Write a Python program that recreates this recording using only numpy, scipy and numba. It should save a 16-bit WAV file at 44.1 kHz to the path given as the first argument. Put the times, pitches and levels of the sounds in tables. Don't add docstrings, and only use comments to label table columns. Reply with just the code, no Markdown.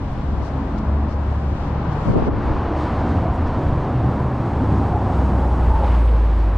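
import sys
import numpy as np
from scipy import signal
from scipy.fft import rfft, irfft
from scipy.io import wavfile
from scipy.ndimage import uniform_filter1d, minimum_filter1d
from numba import njit

SR = 44100
rng = np.random.default_rng(int(sys.argv[2]) if len(sys.argv) > 2 else 0)


def persist_wave(psi):
    counts = np.round(np.clip(psi, -1, 1) * 32767).astype(np.int16)
    wavfile.write(sys.argv[1], SR, np.atleast_2d(counts).T)


def level_to_linear(level):
    exponent = np.asarray(level, float) / 20
    return 10 ** exponent


N = 289737
TIME = np.arange(N) / SR
HZ = np.maximum(np.arange(N // 2 + 1) * SR / N, 1)
CLOSE_S = 2.29


def curves(table):
    s, *columns = np.transpose(table)
    return [np.interp(TIME, s, c) for c in columns]


def colour(x, points):
    hz, db = np.transpose(points)
    gain_db = np.interp(np.log(HZ), np.log(hz), db)
    return irfft(rfft(x) * level_to_linear(gain_db), N)


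def peak(hz, width):
    return 1 / (1 + (2 * (HZ - hz) / width) ** 2)


def unit(x):
    return x / np.sqrt(np.mean(x ** 2))


def walk(rate):
    k = int(SR / rate)
    held = np.repeat(rng.standard_normal(N // k + 1), k)
    return 1.3 * uniform_filter1d(uniform_filter1d(held, k), k)[:N]


@njit
def svf(x, hz, width):
    y, band, low = np.empty(len(x)), 0., 0.
    for i in range(len(x)):
        g, k = np.tan(np.pi * hz[i] / SR), width[i] / hz[i]
        v = (band + g * (x[i] - low)) / (1 + g * (g + k))
        band = 2 * v - band
        low = low + 2 * g * v
        y[i] = k * v
    return y


def strikes(per_s, jitter, scatter_db):
    rate = per_s * np.exp(jitter * walk(60))
    count = np.floor(np.cumsum(rate) / SR)
    strength = level_to_linear(scatter_db * rng.uniform(0.23, 1, N))
    return np.diff(count, prepend=0) * strength


def bell(s, length):
    return np.exp(-.5 * ((TIME - s) / length) ** 2)


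def bursts(table, spread):
    out = np.zeros(N)
    for s, db, length, hz in table:
        span = slice(max(int((s - .2) * SR), 0), int((s + 0.25) * SR))
        centre = np.full(N, 1. * hz)[span]
        noise = rng.standard_normal(len(centre))
        for _ in range(3):
            noise = svf(noise, centre, spread * centre)
        out[span] += level_to_linear(db) * bell(s, length)[span] * unit(noise)
    return out


def swells(table):
    power = np.array([(level_to_linear(db) * bell(s, length)) ** 2 for s, db, length, _ in table]) + 1e-12
    total = np.sum(power, axis=0)
    return np.sqrt(total), np.transpose(table)[3] @ power / total


def engine(hz, db, overtones, waver, flutter_db):
    high_revs_hz, coasting_hz = 70, 56.4
    load = np.clip((hz - coasting_hz) / (high_revs_hz - coasting_hz), 0, 1)
    phase = 2 * np.pi * np.cumsum(hz * (1 + waver * walk(12))) / SR
    uneven_db = flutter_db * (.2 + .8 * load)
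    total = np.zeros(N)
    for multiple, high_db, coast_db in overtones:
        partial_db = coast_db + (high_db - coast_db) * load + uneven_db * walk(14)
        total += level_to_linear(partial_db) * np.sin(multiple * phase)
    return np.sqrt(2) * level_to_linear(db) * total


def tyres():
    # t/s, roar level/dB, carcass drum against roar/dB, hiss against roar/dB
    rolling = [(0, -37.5, 7.5, -15), (.7, -34, 4.5, -18.5), (1.5, -35.5, 7, -17.5),
               (1.98, -31, -1.5, -17.5), (2.12, -31, -4, -17.5), (2.4, -29.5, 4, -17),
               (2.6, -28.5, 0, -18.5), (2.75, -27.5, -4.5, -19), (2.83, -27, -2, -18),
               (2.93, -29.5, 3, -16), (3.05, -27.5, 2, -20.5), (3.2, -28.5, 3, -18), (3.35, -30, 6, -19.5),
               (3.6, -30, 5.5, -18.5), (4.2, -30, 5, -19), (4.55, -30, 5.5, -20), (4.85, -28, 4.5, -21.5),
               (5.1, -29, 5, -21), (5.55, -29.5, 2, -21), (5.7, -28.5, -0.5, -19), (5.86, -30, -2, -14.5),
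               (5.93, -30.5, -0.5, -15.5), (6.12, -33, -0.5, -15.5), (6.3, -36, 4.5, -11.5),
               (6.57, -33, -3, -17)]
    # f/Hz, spectral level/dB per Hz
    roar_colour = [(15, -9), (30, -16), (60, -4.5), (130, -2), (320, -9), (420, -16), (600, -18),
                   (900, -23), (1150, -24.5), (1500, -29.5), (2000, -35.5), (3000, -42.5), (6000, -56.5),
                   (8600, -63.5), (10500, -74), (13000, -83), (15500, -94)]
    handover_hz = [60, 480, 1600, 3300, 7000]
    # f/Hz, width/Hz, peak/dB
    roar_rings = [(250, 220, 0.5), (981, 270, 4), (4500, 1300, 1)]
    # t/s, level/dB
    body_boom = [(0, -18.5), (.6, -31), (1.2, -30), (1.8, -25), (2.5, -22.5), (3.3, -24.5), (3.75, -21),
                 (4.1, -32), (4.6, -24.5), (5, -27), (5.4, -28), (5.8, -21), (6.05, -37), (6.57, -29)]
    # t/s, level/dB
    middle_hiss = [(0, -8), (.6, -7), (1.1, -8.5), (1.5, -5.5), (1.8, -8.5), (2.1, -10.5), (2.35, -9),
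                   (2.55, -9), (2.7, -9.5), (2.9, -8.5), (3.1, -6), (3.25, -9), (3.5, -9.5), (4.3, -10),
                   (4.7, -7.5), (5.1, -9), (5.6, -8.5), (5.9, -9), (6.57, -10.5)]
    # t/s, level/dB
    fine_hiss = [(0, -23), (1.05, -28.5), (1.12, -26), (1.4, -18.5), (1.68, -21), (1.76, -37), (2.05, -20),
                 (2.17, -26), (2.2, -33), (2.4, -34), (2.74, -32.5), (2.8, -20.5), (2.9, -24.5),
                 (4.1, -21.5), (4.6, -16.5), (5.6, -16), (6.0, -22), (6.57, -27)]
    # t/s, f/Hz, level/dB
    tread_song = [(0, 817, -54.5), (2.5, 770, -54.5), (2.72, 777, -35.5), (2.9, 750, -50), (3.15, 725, -41),
                  (3.26, 710, -35), (3.4, 730, -49), (3.8, 745, -49), (3.92, 755, -38), (4.05, 760, -47),
                  (4.5, 790, -42), (4.63, 803, -38.5), (4.72, 806, -43), (4.82, 785, -34),
                  (4.92, 785, -30.5), (5.0, 813, -32.5), (5.1, 754, -30.5), (5.2, 763, -43),
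                  (5.42, 806, -37), (5.66, 840, -42.5), (5.71, 880, -29.5), (5.77, 880, -33),
                  (5.84, 854, -28.5), (5.9, 855, -47.5), (6.57, 837, -54)]

    roar_db, drum_db, hiss_db = curves(rolling)
    dip_db = -8 * np.exp(-np.abs(TIME - CLOSE_S) / np.where(TIME < CLOSE_S, 0.005, .06))
    low_hiss_db = roar_db + hiss_db + dip_db
    middle_db = low_hiss_db + curves(middle_hiss)[0]
    fine_db = low_hiss_db + curves(fine_hiss)[0] + dip_db
    song_hz, song_db = curves(tread_song)
    song_hz = song_hz * (1 + .02 * walk(45))

    patter = unit(strikes(np.full(N, 900.), jitter=.6, scatter_db=0.5))
    grit = (rng.random(N) < 250 / SR) * rng.standard_normal(N) * level_to_linear(10.0)
    drive = 0.3 * patter + rng.standard_normal(N) + np.diff(grit, prepend=0)

    ring_db = sum(db * peak(hz, width) for hz, width, db in roar_rings)
    roar = rfft(colour(drive, roar_colour)) * level_to_linear(ring_db)
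    above = [1] + [1 / (1 + (hz / HZ) ** 4) for hz in handover_hz] + [0]
    parts = [unit(irfft(roar * (a - b), N)) for a, b in zip(above, above[1:])]

    song = unit(svf(svf(drive, song_hz, 0.17 * song_hz), song_hz, 0.3 * song_hz))
    parts.append(song * level_to_linear(2 * walk(35)))

    levels_db = [curves(body_boom)[0], roar_db + drum_db, roar_db + 0.36 * dip_db,
                 low_hiss_db, middle_db, fine_db, song_db]
    flicker_db = [1.5, 1.2, 0.63, 0.2, 1.2, 1.7, 0.78]
    return sum(p * level_to_linear(db + f * walk(9)) for p, db, f in zip(parts, levels_db, flicker_db))


def exhaust():
    # t/s, firing rate f/Hz
    revs = [(0, 68.24), (.9, 71), (2, 72.94), (3.7, 75), (4.3, 73.36), (4.95, 68.58), (5.25, 65.06),
            (5.6, 60.33), (6.0, 57.4), (6.3, 54), (6.57, 51.55)]
    # t/s, level/dB
    echo_level = [(.12, -43), (.3, -24), (.5, -30.5), (.65, -28), (.83, -33.5), (.89, -18.5), (1.0, -21.5),
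                  (1.1, -24.5), (1.35, -22), (1.48, -25.5), (1.6, -26.5), (2.0, -28), (2.12, -40),
                  (2.25, -26), (2.55, -31.5), (2.72, -24.5), (2.9, -26), (3.1, -26), (3.2, -24), (3.3, -31),
                  (3.55, -29), (3.8, -32), (4.2, -27.5), (4.45, -32), (4.56, -24.5), (4.8, -27),
                  (4.88, -27), (4.97, -23.5), (5.09, -31.5), (5.18, -20), (5.5, -19.5), (5.85, -17.5),
                  (5.95, -15), (6.1, -14.5), (6.57, -18)]
    # multiple of the firing rate, level at high revs/dB, level when coasting/dB
    orders = [(1, 1.5, 1.5), (1.5, -16, -25)]
    # t/s, 2nd, 3rd and 4th multiple level/dB
    upper = [(0, -40, -33, -39), (.25, -37, -44, -46), (.5, -30, -41, -36), (.75, -40, -30, -36),
             (.95, -33.5, -32, -37), (1.2, -39, -40, -48), (1.5, -42.5, -40.5, -46), (1.8, -32.5, -46, -40),
             (2.05, -30, -39, -40), (2.4, -44, -45.5, -46), (3.5, -38.5, -46.5, -48), (4.9, -39, -38, -44),
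             (5.4, -45, -34, -48), (6.05, -35.5, -53, -48), (6.57, -48, -44, -51)]
    firing_hz = curves(revs)[0]
    hum = engine(firing_hz, *curves(echo_level), orders, waver=.003, flutter_db=.7)
    for multiple, db in enumerate(curves(upper), 2):
        hum = hum + engine(multiple * firing_hz, db, [(1, 0, 0)], waver=.004, flutter_db=1.5)
    return hum


def stones():
    # t/s, strike rate f/Hz, level/dB
    rows = [(0, 121, -40.5), (.5, 130, -40), (.95, 90, -36), (1.2, 97, -28), (1.55, 108, -31.5),
            (1.8, 121, -28.5), (2.0, 110, -29), (2.3, 110, -34), (2.9, 105, -29.5), (3.1, 85, -29),
            (3.2, 85, -21.5), (3.4, 79, -23), (3.68, 87, -28), (3.73, 119, -22.5), (3.85, 120, -31),
            (3.95, 125, -22.5), (4.07, 121, -20), (4.17, 118, -28.5), (4.3, 128, -24), (4.42, 112, -27.5),
            (4.55, 108, -24.5), (4.85, 102, -24), (5.2, 98, -24.5), (5.4, 85, -30.5), (5.75, 82, -24),
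            (5.88, 83, -25), (5.98, 90, -35.5), (6.28, 95, -31), (6.4, 88, -30), (6.57, 90, -24.5)]
    per_s, db = curves(rows)
    blows = strikes(per_s, jitter=.12, scatter_db=3.5)
    thud = svf(svf(blows, per_s, 0.17 * per_s), per_s, 0.5 * per_s)
    running_rms = np.sqrt(uniform_filter1d(thud ** 2, size=SR // 2))
    return level_to_linear(db) * thud / running_rms


def hollow():
    # t/s, level/dB, standard deviation/s, f/Hz
    recesses = [(.7, -34.5, .25, 250), (1.9, -32, 0.43, 166.7), (2.55, -29.5, .3, 322),
                (3.15, -31.5, 0.091, 261), (3.6, -30, 0.094, 250), (4, -31, 0.2, 234),
                (4.65, -24.5, 0.045, 253), (5.33, -25, 0.042, 122.7), (5.65, -36, 0.087, 404),
                (5.95, -30, 0.054, 248), (6.15, -35.5, 0.13, 488), (6.42, -36, 0.11, 315)]
    gain, hz = swells(recesses)
    air = svf(svf(rng.standard_normal(N), hz, 0.28 * hz), hz, 0.38 * hz) / np.sqrt(hz)
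    return gain * level_to_linear(.8 * walk(8)) * unit(air)


def bonnet():
    # f/Hz, width/Hz, level/dB
    whistles = [(8770, 1300, 8), (11700, 2000, -6), (6500, 900, -8.5)]
    abreast_db, abreast_s = -65.5, 5.9
    coming_s, going_s = 0.27, .3
    shape = sum(level_to_linear(db) * peak(hz, width) for hz, width, db in whistles)
    breath = unit(irfft(rfft(rng.standard_normal(N)) * shape, N))
    distance = np.hypot(1, (TIME - abreast_s) / np.where(TIME < abreast_s, coming_s, going_s))
    return level_to_linear(abreast_db + 1.0 * walk(14)) / distance * breath


def knocks():
    # t/s, level/dB, standard deviation/s, centre f/Hz
    blows = [(5.825, -23.5, 0.018, 493), (5.845, -46, 0.0037, 3000), (5.875, -44, 0.0042, 2200),
             (5.915, -46, 0.011, 2300), (5.95, -46, .005, 2800), (6.085, -47.5, 0.011, 2500),
             (6.138, -29, 0.0034, 798)]
    return bursts(blows, spread=0.75)


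def steps():
    # t/s, level/dB, standard deviation/s, centre f/Hz
    scuffs_and_ticks = [(0.133, -56.5, 0.0025, 11000), (0.459, -58.5, 0.029, 4950),
                        (.785, -55.5, 0.0065, 4500), (1.12, -61, 0.023, 4500), (1.925, -60, .01, 4499),
                        (2.09, -62.5, 0.03, 5500), (2.163, -59, .0015, 11000), (2.174, -62, 0.0013, 10000),
                        (2.27, -62, 0.012, 4000), (2.455, -64, 0.0053, 9000), (2.78, -62, .008, 5000),
                        (3.35, -60.5, .012, 7950), (3.475, -57.5, 0.0089, 4990)]
    airy = bursts(scuffs_and_ticks, spread=1.8)
    return colour(airy, [(5000, 5.5), (9000, -7.0), (15000, -12.5)])


def idler():
    # t/s, firing rate f/Hz, level/dB
    idling = [(0, 46.5, -43), (.75, 47.07, -28), (1.1, 46.6, -38.5), (1.9, 42.17, -32.5), (2.6, 42.36, -31),
              (3.2, 41.7, -40)]
    return engine(*curves(idling), [(1, 0, 0), (2, -14, -14)], waver=.03, flutter_db=3.0)


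def wind():
    # t/s, level/dB, length (two standard deviations)/s, upper edge f/Hz
    gusts = [(.174, -39, 0.03, 70), (0.338, -25.5, 0.017, 70), (0.382, -27, 0.019, 160),
             (0.42, -30.5, 0.026, 79.5), (2.059, -25.5, 0.013, 100), (2.14, -18, 0.013, 90),
             (2.095, -14.5, 0.037, 255), (2.134, -20, 0.0056, 146), (2.16, -12, 0.027, 320),
             (2.184, -15, 0.041, 430), (2.225, -11, 0.0073, 340), (2.28, -14.5, 0.028, 382),
             (2.33, -27, 0.047, 220), (2.385, -28.5, 0.048, 150), (2.486, -28.5, 0.086, 279),
             (2.566, -30, 0.032, 220)]
    left_db = 2
    bells = np.array([level_to_linear(db) * bell(s, .5 * length) for s, db, length, _ in gusts]) + 1e-9
    power = np.sum(bells ** 2, axis=0)
    edge_hz = np.transpose(gusts)[3] @ bells ** 2 / power
    port_colour = [(15, -6.5), (40, 2.5), (150, 3.0), (400, -1.5), (900, -4.5),
                   (2000, -32.0), (8000, -44.5)]
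    ports = []
    for _ in range(2):
        air = rng.standard_normal(N) * level_to_linear(3.5 * walk(90))
        eddies = unit(svf(air, .5 * edge_hz, 0.91 * edge_hz) / np.sqrt(edge_hz))
        thump = unit(svf(air, np.full(N, 45.), np.full(N, 70.)))
        squashed = np.tanh(0.57 * (eddies + 0.64 * thump))
        ports.append(unit(colour(squashed, port_colour)))
    return np.sqrt(power) * np.array(ports) * level_to_linear(np.array([[.5], [-.5]]) * left_db)


def scene():
    # f/Hz, level against the sum/dB
    port_width = [(60, -21.5), (140, -23), (320, -18), (490, -11), (800, -8), (1700, -5.5), (2800, -2),
                  (6000, 1.5), (12000, -0.5)]
    left_lean = .45
    close_step_db, close_db_per_s = -5, -30
    mid = tyres() + exhaust() + stones() + hollow() + bonnet() + knocks() + steps() + idler()
    unlike = tyres() + steps()
    side = colour(left_lean * mid + np.sqrt(1 - left_lean ** 2) * unlike, port_width)
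    closing_db = close_step_db + close_db_per_s * (TIME - CLOSE_S)
    side = side * level_to_linear(np.where(TIME > CLOSE_S, closing_db, 0))
    return np.array([mid + side, mid - side]) + wind()


def low_pass(x):
    return signal.sosfilt(signal.butter(12, 15600, fs=SR, output="sos"), x)


def record(dry):
    mic_low_hz, limit_db, limit_s = 18, -5.2, .012
    dry = signal.sosfilt(signal.butter(2, mic_low_hz, "high", fs=SR, output="sos"), dry)
    k = int(limit_s * SR)
    loudest = np.max(np.abs(dry), axis=0)
    room = np.minimum(level_to_linear(limit_db) / (loudest + 1e-9), 1)
    gain = uniform_filter1d(uniform_filter1d(minimum_filter1d(room, 2 * k), k), k)
    return low_pass(dry * gain)


dry = scene()
out = record(dry)
persist_wave(out)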